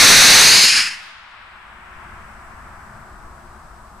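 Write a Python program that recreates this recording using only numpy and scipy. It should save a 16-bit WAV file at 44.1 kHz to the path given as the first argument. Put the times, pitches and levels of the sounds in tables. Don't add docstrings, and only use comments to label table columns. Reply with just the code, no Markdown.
import sys
import numpy as np
from scipy import signal
from scipy.fft import rfft, irfft, next_fast_len
from scipy.io import wavfile
from scipy.ndimage import uniform_filter1d, map_coordinates

SR = 44100
rng = np.random.default_rng(int(sys.argv[2]) if len(sys.argv) > 2 else 0)


def master_out(mix):
    frames = np.transpose(np.atleast_2d(mix))
    ceiling = np.clip(frames, -1, 1)
    pcm = np.round(ceiling * 32767).astype(np.int16)
    wavfile.write(sys.argv[1], SR, pcm)


N = 176400
T = np.arange(N) / SR


def amp(db):
    return 10 ** (np.asarray(db) / 20)


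def unit(x):
    return x / np.sqrt(np.mean(x ** 2) + 1e-20)


def along(points, hz):
    f, v = np.transpose(points)
    return np.interp(np.log(hz + 1), np.log(f + 1), v)


def curve(points):
    return np.interp(T, *np.transpose(points))


def wobble(per_s):
    return map_coordinates(rng.standard_normal(1024), [T * per_s], mode="wrap")


def filtered(x, response):
    size = next_fast_len(N + SR // 2)
    hz = np.fft.rfftfreq(size, 1 / SR)
    return irfft(rfft(x, size) * response(hz), size)[..., :N]


def lowpass(x, corner_hz, order):
    return filtered(x, lambda hz: 1 / (1 + (hz / corner_hz) ** order))


def pan(db):
    return amp(np.array([[.5], [-.5]]) * db)


def noise(spectrum, alike):
    def mid_side_gains(hz):
        angle = np.arccos(np.clip(along(alike, hz), -.999, .999)) / 2
        return amp(along(spectrum, hz)) * [np.cos(angle), np.sin(angle)]
    mid, side = filtered(rng.standard_normal((2, N)), mid_side_gains)
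    return unit(np.array([mid + side, mid - side]))


def jet():
    # (time [s], level [dB])
    strength = [(0, 17.5), (.2, 18.5), (.42, 15), (.55, 11), (.655, 7), (.708, 1), (.727, 1), (.775, 0),
                (.81, -4), (.864, -8.5), (.91, -17), (.98, -27.5), (1.1, -45), (1.35, -56), (1.7, -65),
                (2.2, -70.5)]
    # (frequency [Hz], relative level [dB])
    hiss_colour = [(30, -33.5), (250, -23), (500, -38), (900, -17), (1250, -4), (1600, -2.5), (2000, -4.5),
                   (2550, -3.5), (3300, -4), (4100, -2), (4600, -2.5), (5200, -.5), (5800, -5.5),
                   (6400, -4), (7200, -11.5), (10000, -12.5), (15000, -33.5)]
    # (frequency [Hz], left-right likeness [0-1])
    hiss_alike = [(100, 1), (1200, 1), (2200, 0.94), (5000, 0.94), (10000, 0.89)]
    # (frequency [Hz], left minus right [dB])
    hiss_pan = [(1200, 4.5), (2400, -2.07), (4400, 2.1), (8000, 1.9)]
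    # (time [s], level [dB])
    body_level = [(0, 0.5), (.45, -2.5), (.58, -5), (.7, -4.5), (.735, 1), (.81, 3), (.9, 6.5), (1.1, 16.5),
                  (1.4, 13)]
    # (frequency [Hz], relative level [dB])
    roar_colour = [(30, -16), (70, -14), (130, -2), (300, -2), (600, -1.5), (1100, 12.5), (1600, -10.5),
                   (3000, -39.5)]
    flutter_db, full_pressure_db = 1.3, 11
    roar_db, roar_growth = -7, 1.98
    strength_db = curve(strength) + flutter_db * wobble(per_s=60)
    hiss = filtered(noise(hiss_colour, hiss_alike), lambda hz: pan(along(hiss_pan, hz)))
    body = lowpass(hiss, corner_hz=2600, order=8)
    treble = hiss - body
    roar_gain = amp(roar_db + roar_growth * (strength_db - full_pressure_db))
    roar = noise(roar_colour, alike=[(100, .8)]) * roar_gain
    return (body * amp(curve(body_level)) + treble) * amp(strength_db) + roar


def ground_comb(direct):
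    # (time [s], spacing [Hz])
    spacing = [(0, 2000), (.22, 2064), (.42, 2060), (.55, 2250), (.66, 2330), (.8, 2435), (.95, 2510)]
    bounce_gain, wander = .53, .008
    lag = SR / (curve(spacing) * (1 + wander * wobble(per_s=16)))
    dulled = lowpass(direct, corner_hz=7600, order=8)
    bounce = np.array([map_coordinates(channel, [np.arange(N) - lag]) for channel in dulled])
    return (direct + bounce_gain * bounce) / np.hypot(1, bounce_gain)


def trees(x):
    wet_db, predelay_s, t60_s = -19, .08, .6
    tail = rng.standard_normal((2, N)) * amp(-60 * T / t60_s) * (T > predelay_s)
    wet = signal.fftconvolve(x, tail / np.linalg.norm(tail[0]), axes=1)[:, :N]
    return amp(wet_db) * lowpass(wet, corner_hz=3800, order=3)


def echo():
    # (frequency [Hz], relative level [dB])
    colour = [(100, -19.5), (300, -30), (520, -13.5), (680, -4), (1000, 4), (1400, 6.5), (2200, 3.5),
              (3300, 1), (5000, -4), (7000, -11.5), (11000, -10.5), (15000, -12.5)]
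    # (frequency [Hz], left-right likeness [0-1])
    alike = [(200, 0.88), (640, 0.93), (1000, .5), (1500, 0.64), (2500, 0), (8000, 0.073)]
    # (time [s], level [dB])
    level = [(0, -35), (1.1, -29.5), (1.4, -30), (1.8, -31), (2.3, -32), (3, -29), (3.5, -29), (4, -28.5)]
    ageing_from_s, nearest_s, db_per_tenfold_age = 1, .07, 5
    air_db_per_s, air_power = 2.5, 1.687
    hz, t, spectra = signal.stft(noise(colour, alike), SR, nperseg=1024)
    age = np.maximum(t - ageing_from_s, nearest_s)
    spreading_db = db_per_tenfold_age * np.log10(age)
    air_db = air_db_per_s * age * (hz[:, None] / 1000) ** air_power
    wash = signal.istft(spectra * amp(-spreading_db - air_db), SR, nperseg=1024)[1][:, :N]
    return wash * amp(curve(level) + .5 * wobble(per_s=6.4)) * pan(db=3)


def rumble():
    # (frequency [Hz], relative level [dB])
    bed_colour = [(15, -4.5), (30, -2.5), (50, -2.5), (70, -3), (100, -12), (150, -14.5), (270, -22),
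                  (500, -27), (1000, -33.5), (3000, -67.5)]
    # (time [s], level [dB])
    bed_level = [(0, -45), (1.15, -46), (1.6, -45.5), (2.15, -43.5), (2.6, -45), (3.3, -42.5), (3.65, -46),
                 (4, -48)]
    # (frequency [Hz], relative level [dB])
    swell_colour = [(50, -25), (95, 0.5), (128, 3), (160, -6), (260, -41)]
    swell_at_s, swell_width_s, swell_db = 2.95, .14, -48
    bed = noise(bed_colour, alike=[(100, .96)]) * amp(curve(bed_level) + .7 * wobble(per_s=11))
    swell_gain = amp(swell_db) * np.exp(-((T - swell_at_s) / swell_width_s) ** 2)
    swell = noise(swell_colour, alike=[(100, 1)]) * swell_gain
    return (bed + swell) * pan(db=2.5)


def camera():
    # (frequency [Hz], width [Hz], level [dB])
    hum_bands = [(220, 35, -58.5), (358.7, 35, -60.5), (672, 76, -62)]
    # (frequency [Hz], level [dB])
    whine_tones = [(7822, -75.5), (7851.5, -76.5), (7882, -77.5), (7912, -88.5), (8010, -71.5)]
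    # (frequency [Hz], relative level [dB])
    hiss_colour = [(100, 0), (3500, 0), (6500, -1), (9200, -2), (12000, -3), (15000, -5)]
    hums = whine = 0
    for hz, width, db in hum_bands:
        band = filtered(rng.standard_normal(N), lambda f: 1 / (1 + (2 * (f - hz) / width) ** 2))
        hums += amp(db) * unit(band)
    for hz, db in whine_tones:
        whine += amp(db) * np.sqrt(2) * np.sin(2 * np.pi * (hz * T + rng.random()))
    hiss = amp(-56.5) * noise(hiss_colour, alike=[(1000, .05)])
    return (hums + whine) * pan(db=4) + hiss


def scene():
    exhaust = ground_comb(jet())
    return exhaust + trees(exhaust) + echo() + rumble() + camera()


def gain_control(x):
    threshold_db, max_cut_db, hold_s, recover_db_per_s = -22, 14, .25, 14
    power = uniform_filter1d(np.mean(x ** 2, axis=0), size=1024)
    level_db = 10 * np.log10(np.abs(power) + 1e-12)
    cut_db = np.clip(level_db - threshold_db, 0, max_cut_db)
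    held_db = np.maximum(cut_db, np.interp(T - hold_s, T, cut_db))
    recovery_db = recover_db_per_s * T
    return x * amp(recovery_db - np.maximum.accumulate(held_db + recovery_db))


def overload(x):
    ceiling_db, hardness, bias = -6, 10, .03
    ceiling = amp(ceiling_db) * (1 + bias * np.sign(x))
    drive = x / ceiling
    return ceiling * drive / (1 + np.abs(drive) ** hardness) ** (1 / hardness)


def record(dry):
    # (frequency [Hz], gain [dB])
    colour = [(100, 0), (1000, 0), (4000, 0), (7000, 0), (10000, 0), (12000, -4.5), (15000, -6.5)]
    dc_block_hz, top_hz = .7, 15350
    clipped = overload(gain_control(dry))
    dc_block = lambda hz: 1j * hz / (1j * hz + dc_block_hz)
    coloured = filtered(clipped, lambda hz: amp(along(colour, hz)) * dc_block(hz))
    band_limit = signal.ellip(12, .1, 90, top_hz, fs=SR, output="sos")
    return signal.sosfilt(band_limit, coloured)


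dry = scene()
out = record(dry)
master_out(out)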